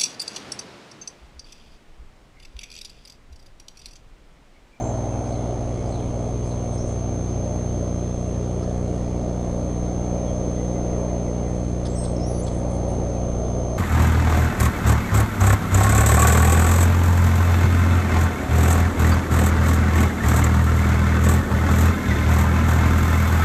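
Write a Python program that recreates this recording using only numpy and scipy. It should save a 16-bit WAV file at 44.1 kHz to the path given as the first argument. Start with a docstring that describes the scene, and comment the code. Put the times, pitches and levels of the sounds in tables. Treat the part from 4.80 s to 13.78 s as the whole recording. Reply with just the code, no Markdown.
"""Songbirds over far traffic, with camera buzz.

Small birds whistle, trill, chirp and rasp in echoing trees; two soft taps ring in wood.
Far traffic roars and one distant engine drones. A camera's picture signal leaks into its sound
line: a low buzz at the field rate and a thin whine chopped at that rate, over mains hum and hiss."""
import sys
import numpy as np
from scipy import signal
from scipy.fft import rfft, irfft, next_fast_len
from scipy.io import wavfile
from scipy.ndimage import uniform_filter1d, map_coordinates

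SR = 44100
rng = np.random.default_rng(int(sys.argv[2]) if len(sys.argv) > 2 else 0)


def output_pcm(signal):
    """Save a mono or channel-first signal as 16-bit PCM at the path in sys.argv[1].

    Samples are clipped to [-1, 1] before scaling.
    """
    pcm = np.clip(np.atleast_2d(signal).T, -1, 1) * 32767
    wavfile.write(sys.argv[1], SR, np.round(pcm).astype(np.int16))


N = 396018
TIME_S = np.arange(N) / SR
FIELD_HZ, MAINS_HZ = 59.94, 59.97

# One curve per whistle. Each row: time in seconds, pitch in Hz, level in dB.
WHISTLE_CURVES = [
    [(0.0, 7370, -62), (0.004, 7228, -64), (0.022, 7173, -51), (0.09, 7313, -49), (0.105, 7173, -54)],
    [(7.082, 7553, -65), (7.088, 7625, -53), (7.136, 7630, -50), (7.17, 8340, -46), (7.186, 8350, -37),
     (7.354, 8366, -59), (7.36, 8354, -62)],
    [(7.148, 6000, -60), (7.158, 5881, -43), (7.174, 5401, -48), (7.206, 5277, -53), (7.236, 5390, -58)],
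    [(7.392, 4930, -61), (7.406, 5100, -48), (7.488, 5900, -45), (7.51, 5986, -54), (7.62, 6074, -49)],
    [(7.455, 10800, -58), (7.477, 10373, -49), (7.543, 9700, -50), (7.587, 10100, -46.5),
     (7.611, 9758, -46), (7.62, 9600, -61)],
]
# Trill and its lower side tone. Each row: pitch in Hz, level in dB.
TRILL_TONES = [(6000, -55), (4650, -59)]
# Bird rasps. Each row: start in seconds, level in dB.
RASP_TICKS = [(3.817, -54), (7.048, -42.5), (7.236, -44.5), (7.661, -44)]
RASP_HISSES = [(1.63, -61), (2.04, -66), (7.15, -57), (7.71, -56), (7.88, -55.5), (8.06, -58)]
# Rasp colours. Each row: frequency in Hz, gain in dB.
THROAT_SPECTRUM = [(1200, -3), (2700, -15), (3500, -3), (4500, -2), (5600, -6.5), (6500, -15), (9000, -32)]
SIBILANCE_SPECTRUM = [(3000, -40), (6500, -9), (8200, -1), (10000, 3), (11000, -8)]
# Each row: start and length in seconds, first and last pitch in Hz, relative dB, roughness as a share.
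CHIRP_NOTES = [(.097, .025, 7400, 6500, -54, .01), (.97, 0.061, 2170, 2200, -57, .006),
               (1.92, .045, 8350, 8380, -55, .006), (1.92, .045, 9400, 9550, -59, .01),
               (1.976, .055, 5000, 6000, -49, .015), (2.05, .06, 7600, 8800, -58, .04),
               (2.075, .06, 6300, 7100, -55, .03), (2.48, .06, 4400, 5300, -63, .03),
               (7.364, 0.0088, 5800, 5250, -44, .006), (7.619, .036, 6400, 7850, -46, .008)]
# Each row: delay and length in seconds, first and last pitch in Hz, relative level in dB.
PHRASE_NOTES = [(0, .05, 4300, 5450, -9), (.03, .05, 6900, 8450, -7.5), (.07, .047, 4400, 3850, -1.5),
                (.13, 0.035, 3480, 3170, -6)]
# Each row: start in seconds, relative level in dB.
PHRASE_REPEATS = [(.451, -56), (1.048, -52.5), (1.628, -56)]
# Runs of falling calls. Each row: start, end and spacing in seconds, relative level in dB.
FAR_CALL_RUNS = [(5.74, 6.7, .175, -60), (7.11, 7.85, .3, -63)]
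# Single falling calls. Each row: start in seconds, first pitch in Hz, level in dB.
FAR_SINGLE_CALLS = [(.3, 2830, -64), (5.01, 3500, -65), (5.46, 3560, -57), (8.34, 2713, -62)]
# Each row: start in seconds, ring in Hz, level in dB, 60 dB decay time in seconds.
WOOD_TAPS = [(3.826, 1270, -36, 0.077), (7.333, 587, -16, .035)]
# Traffic swell. Each row: time in seconds, tyre level in dB.
TYRE_LEVELS = [(0, -32), (.6, -34.5), (2.9, -37), (4.3, -35.5), (6.1, -31), (6.8, -35.5), (7.4, -34),
               (8.1, -31), (9, -32)]
# Traffic colours. Each row: frequency in Hz, gain in dB.
RUMBLE_SPECTRUM = [(4, -20), (10, -18.5), (20, 2), (32, 12), (45, -3), (75, 8), (130, -2.5), (300, -43.5)]
ROAR_SPECTRUM = [(40, -19), (130, 0), (230, 0), (420, 0.5), (500, -6), (700, -12.5), (1200, -29),
                 (2500, -41.5), (6000, -73)]
TYRE_SPECTRUM = [(250, -31), (430, -13.5), (500, -1.5), (560, -0.5), (680, -4.5), (800, -12), (950, -17.5),
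                 (1200, -23.5), (1500, -34.5), (2500, -45), (6000, -70)]
# Each row: time in seconds, firing rate in Hz, level in dB.
ENGINE_CURVE = [(0, 100.5, -32.5), (1.4, 99.76, -37), (2.25, 95.27, -32), (3.6, 88.5, -32),
                (4.5, 87.5, -38.5), (6.6, 86, -38.5), (8.2, 93.7, -33.5), (9, 94, -33)]
# Picture signal's path into the sound line. Each row: frequency in Hz, gain in dB.
LEAK_RESPONSE = [(15, -28), (60, 0), (120, 0), (180, -5.5), (240, -6), (360, -10.5), (540, -12), (760, -18),
                 (1150, -14.5), (1600, -29.5), (2050, -22.5), (2800, -26.5), (4200, -21.5), (5200, -24.5),
                 (10000, -24.5)]
# Brightness down the picture. Each row: time from blanking onset in ms, relative gain.
SCAN_BRIGHTNESS = [(.7, 0.081), (1.1, 0.68), (3.2, 1), (5.5, 0.77), (6.3, 0.17), (7.5, 0.58), (10, 0.42),
                   (10.8, 0.79), (11.8, 0.41), (12.4, 0.42), (13.3, 0.76), (14.2, 0.27)]
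# Each row: harmonic number, level in dB.
MAINS_HARMONICS = [(1, -39), (3, -38.5), (5, -52)]
# Each row: frequency in Hz, gain in dB.
LINE_HISS_SPECTRUM = [(300, 4), (1700, 4), (2050, 5.5), (2600, 0), (3300, 2), (3800, -1), (4250, -0.5),
                      (4800, -3), (6000, -2.5), (7300, -3.5), (8400, -6), (9900, -4.5), (11000, -13.5)]


def whistles():
    """Near bird: thin notes that glide and hold, often two at once."""
    song = np.zeros(N)
    for curve in WHISTLE_CURVES:
        times_s, hz, db = np.transpose(curve)
        t = np.arange(times_s[0], times_s[-1], 1 / SR)
        tone = note(np.interp(t, times_s, hz), rough=.006, flutter_db=2, taper=.065, husk=.33)
        add(song, times_s[0], amp(np.interp(t, times_s, db)) * tone)
    return song


def trill(start_s=7.51, length_s=.115, pulse_hz=70):
    """End of the rising whistle: two rough tones pulsing together."""
    song = np.zeros(N)
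    t = np.arange(int(length_s * SR)) / SR
    pulsing = unit(1 - np.cos(2 * np.pi * pulse_hz * t))
    for hz, db in TRILL_TONES:
        add(song, start_s, amp(db) * pulsing * note(np.full(len(t), hz), rough=.025))
    return song


def rasps():
    """Noise puffs: dry ticks mostly from the throat, longer hisses mostly sibilance."""
    tick = bursts(RASP_TICKS, length_s=.032, grain_db=2)
    hiss = bursts(RASP_HISSES, length_s=.11, grain_db=4.5)
    throat = (tick + amp(-12) * hiss) * noise(THROAT_SPECTRUM, patchy_db=-3)
    sibilance = (hiss + amp(-8) * tick) * noise(SIBILANCE_SPECTRUM, patchy_db=-2.5)
    return throat + sibilance


def chirps(gain_db=-.5):
    """Quick slides that settle, some clear, some hoarse."""
    song = np.zeros(N)
    for start_s, length_s, first_hz, last_hz, db, rough in CHIRP_NOTES:
        hz = slide(length_s, first_hz, last_hz, bend=1.9)
        add(song, start_s, amp(db + gain_db) * note(hz, rough))
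    return song


def phrases(gain_db=1.5):
    """A repeated husky phrase: two notes up, two down."""
    song = np.zeros(N)
    for start_s, phrase_db in PHRASE_REPEATS:
        for delay_s, length_s, first_hz, last_hz, note_db in PHRASE_NOTES:
            hz = slide(length_s, first_hz, last_hz, bend=1.2)
            add(song, start_s + delay_s, amp(phrase_db + note_db + gain_db) * note(hz, rough=.041))
    return song


def single_calls():
    """Lone, shallow slurs from other trees."""
    song = np.zeros(N)
    for start_s, first_hz, db in FAR_SINGLE_CALLS:
        add(song, start_s, amp(db) * slur(first_hz, fall=.16, length_s=.06, rough=.006))
    return song


def far_bird(first_hz=2250, gain_db=-1):
    """Evenly spaced runs of one rough, falling slur."""
    song = np.zeros(N)
    for start_s, end_s, spacing_s, db in FAR_CALL_RUNS:
        for call_s in np.arange(start_s, end_s, spacing_s):
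            add(song, call_s, amp(db + gain_db) * slur(first_hz, fall=.22, length_s=.098, rough=.035))
    return song


def note(hz, rough, flutter_db=2.5, taper=.25, husk=.48):
    """Bird tone of rms 1 along a pitch path, with jitter, flutter and husky sidebands."""
    n = len(hz)
    phase = 2 * np.pi * np.cumsum(hz * (1 + rough * wobble(910, n))) / SR
    tone = np.sin(phase) + husk * wobble(1000, n) * np.cos(phase)
    flutter = amp(flutter_db * wobble(112, n))
    return unit(tone * signal.windows.tukey(n, taper) * flutter)


def slide(length_s, first_hz, last_hz, bend):
    """Pitch path in Hz; a bend over 1 starts fast and levels off."""
    return last_hz + (first_hz - last_hz) * np.linspace(1, 0, int(length_s * SR)) ** bend


def slur(first_hz, fall, length_s, rough):
    """Soft call that swells and fades as its pitch falls by a share."""
    n = int(length_s * SR)
    hz = first_hz * np.linspace(1, 1 - fall, n) * (1 + rough * wobble(196, n))
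    return unit(np.hanning(n) * np.sin(2 * np.pi * np.cumsum(hz) / SR))


def bursts(events, length_s, grain_db):
    """Envelope of grainy puffs."""
    envelope, n = np.zeros(N), int(length_s * SR)
    for start_s, db in events:
        puff = signal.windows.tukey(n, .5) * amp(grain_db * wobble(360, n))
        add(envelope, start_s, amp(db) * unit(puff))
    return envelope


def woods(x, wet_db, t60_s, onset_s=.01):
    """Add the short echo scattered by trunks and branches."""
    t = np.arange(SR // 2) / SR
    tail = rng.standard_normal(len(t)) * amp(-60 * t / t60_s) * (1 - np.exp(-t / onset_s))
    return x + amp(wet_db) * signal.fftconvolve(x, tail / np.linalg.norm(tail))[:N]


def taps(attack_s=.001):
    """Each light knock rings one fast-dying note in wood."""
    track, t = np.zeros(N), np.arange(SR // 4) / SR
    for start_s, hz, db, t60_s in WOOD_TAPS:
        envelope = amp(db - 60 * t / t60_s) * (1 - np.exp(-t / attack_s))
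        add(track, start_s, envelope * np.sin(2 * np.pi * hz * t))
    return track


def traffic(rumble_db=-38, growth_db_per_s=.17, roar_db=-34, doppler_shift=.14, settle_s=1.4):
    """Far road: rumble grows, roar and tyres swell together, tyre pitch sinks as a vehicle passes."""
    tyre_db, = curves(TYRE_LEVELS)
    doppler = 1 + doppler_shift * np.exp(-TIME_S / settle_s)
    tyres = map_coordinates(noise(TYRE_SPECTRUM, patchy_db=1.53), [np.cumsum(doppler)], mode="mirror")
    rumble_gain = amp(rumble_db + growth_db_per_s * TIME_S + .8 * wobble(4))
    rumble = rumble_gain * noise(RUMBLE_SPECTRUM, patchy_db=1.5)
    swell_db = .39 * (tyre_db - tyre_db.mean())
    roar = amp(roar_db + swell_db) * noise(ROAR_SPECTRUM, patchy_db=1.67)
    return rumble + roar + amp(tyre_db + .38 * wobble(7)) * tyres


def engine(waver_db=1):
    """Distant engine: only the firing tone carries; it sags and picks up."""
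    hz, db = curves(ENGINE_CURVE)
    firing = np.sqrt(2) * np.sin(2 * np.pi * np.cumsum(hz) / SR)
    return amp(db + waver_db * wobble(4.24)) * firing


def buzz(level_db=-26, blanking_ms=1.086, lead_samples=8192):
    """One blanking pulse per picture field, rounded by the line to a thump with two ticking edges."""
    ms = field_ms(np.arange(-lead_samples, N) / SR)
    sample_ms = 1000 / SR
    pulses = np.clip(np.minimum(ms, blanking_ms - ms) / sample_ms, 0, 1)
    leaked = signal.fftconvolve(pulses - pulses.mean(), minimum_phase(LEAK_RESPONSE))
    return amp(level_db) * unit(leaked[lead_samples:lead_samples + N])


def mains_hum(in_step_s=6.25, lag_s=.0081):
    """Hum just above the field rate, drifting slowly into step with the buzz."""
    crest_s = round(in_step_s * FIELD_HZ) / FIELD_HZ + lag_s
    phase = 2 * np.pi * MAINS_HZ * (TIME_S - crest_s)
    return np.sqrt(2) * sum(amp(db) * np.cos(harmonic * phase) for harmonic, db in MAINS_HARMONICS)


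def whine(pitch_hz=6315.72, beat_hz=.317, scan_db=-46.5, steady_db=-55, beat_peak_s=2.61):
    """High tone chopped by the scanned brightness, beating against a weaker steady tone."""
    chop = unit(np.interp(field_ms(TIME_S), *np.transpose(SCAN_BRIGHTNESS)))
    t = TIME_S - beat_peak_s
    scanned = amp(scan_db) * chop * np.cos(2 * np.pi * pitch_hz * t)
    steady = amp(steady_db) * np.cos(2 * np.pi * (pitch_hz + beat_hz) * t)
    return np.sqrt(2) * (scanned + steady)


def line_hiss(hiss_db=-52, whistle_db=-69, whistle_hz=4205):
    """Steady hiss with a faint electrical whistle."""
    whistle = np.sqrt(2) * np.sin(2 * np.pi * whistle_hz * TIME_S)
    return amp(hiss_db) * noise(LINE_HISS_SPECTRUM, patchy_db=2) + amp(whistle_db) * whistle


def field_ms(time_s, first_pulse_s=.00728):
    """Time since the last blanking pulse began."""
    return 1000 * ((time_s - first_pulse_s) % (1 / FIELD_HZ))


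def amp(db):
    """Decibels to gain."""
    return 10 ** (np.asarray(db) / 20)


def unit(x):
    """Scale to rms 1."""
    return x / np.sqrt(np.mean(x ** 2) + 1e-20)


def gain_at(spectrum, hz):
    """Linear gain from (Hz, dB) rows on a log frequency axis."""
    knots_hz, db = np.transpose(spectrum)
    return amp(np.interp(np.log(hz + 1), np.log(knots_hz + 1), db))


def curves(rows):
    """One value per sample for each column after the time."""
    times_s, *columns = np.transpose(rows)
    return [np.interp(TIME_S, times_s, column) for column in columns]


def wobble(knots_per_s, n=N):
    """Smooth random curve."""
    knots = rng.standard_normal(int(n * knots_per_s / SR) + 4)
    return map_coordinates(knots, [np.arange(n) * knots_per_s / SR])


def filtered(x, response):
    """Zero-phase filter; response maps Hz to gain."""
    n = next_fast_len(N + SR // 2)
    return irfft(rfft(x, n) * response(np.fft.rfftfreq(n, 1 / SR)), n)[:N]


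def noise(spectrum, patchy_db):
    """Coloured noise of rms 1 with random gain patches in time and frequency."""
    bins = signal.stft(rng.standard_normal(N), nperseg=1024)[2]
    patches = uniform_filter1d(rng.standard_normal(bins.shape), size=5, axis=0)
    patches = uniform_filter1d(patches, size=12, axis=1)
    patchy = signal.istft(bins * amp(patchy_db * unit(patches)), nperseg=1024)[1][:N]
    return unit(filtered(patchy, lambda hz: gain_at(spectrum, hz)))


def minimum_phase(spectrum, n=16384):
    """Causal impulse response of the given colour."""
    cepstrum = irfft(np.log(gain_at(spectrum, np.fft.rfftfreq(n, 1 / SR))))
    cepstrum[1:n // 2] *= 2
    cepstrum[n // 2 + 1:] = 0
    return irfft(np.exp(rfft(cepstrum)))[:n // 2]


def add(track, start_s, x):
    """Mix x into the track in place."""
    part = track[round(start_s * SR):][:len(x)]
    part += x[:len(part)]


def scene():
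    """Mono mix of outdoors and line noise; farther birds carry more echo."""
    near = woods(whistles() + trill() + rasps(), wet_db=-8, t60_s=.43)
    middle = woods(chirps() + phrases() + single_calls(), wet_db=-5, t60_s=.44)
    far = woods(far_bird(), wet_db=-2.5, t60_s=.5)
    outdoors = near + middle + far + taps() + traffic() + engine()
    return (outdoors + buzz() + mains_hum() + whine() + line_hiss())[None]


def record(dry):
    """The camera's band limit: a steep low-pass."""
    cutoff_hz = 10750
    return filtered(dry[0], lambda hz: 1 / np.sqrt(1 + (hz / cutoff_hz) ** 110))[None]


dry = scene()
out = record(dry)
output_pcm(out)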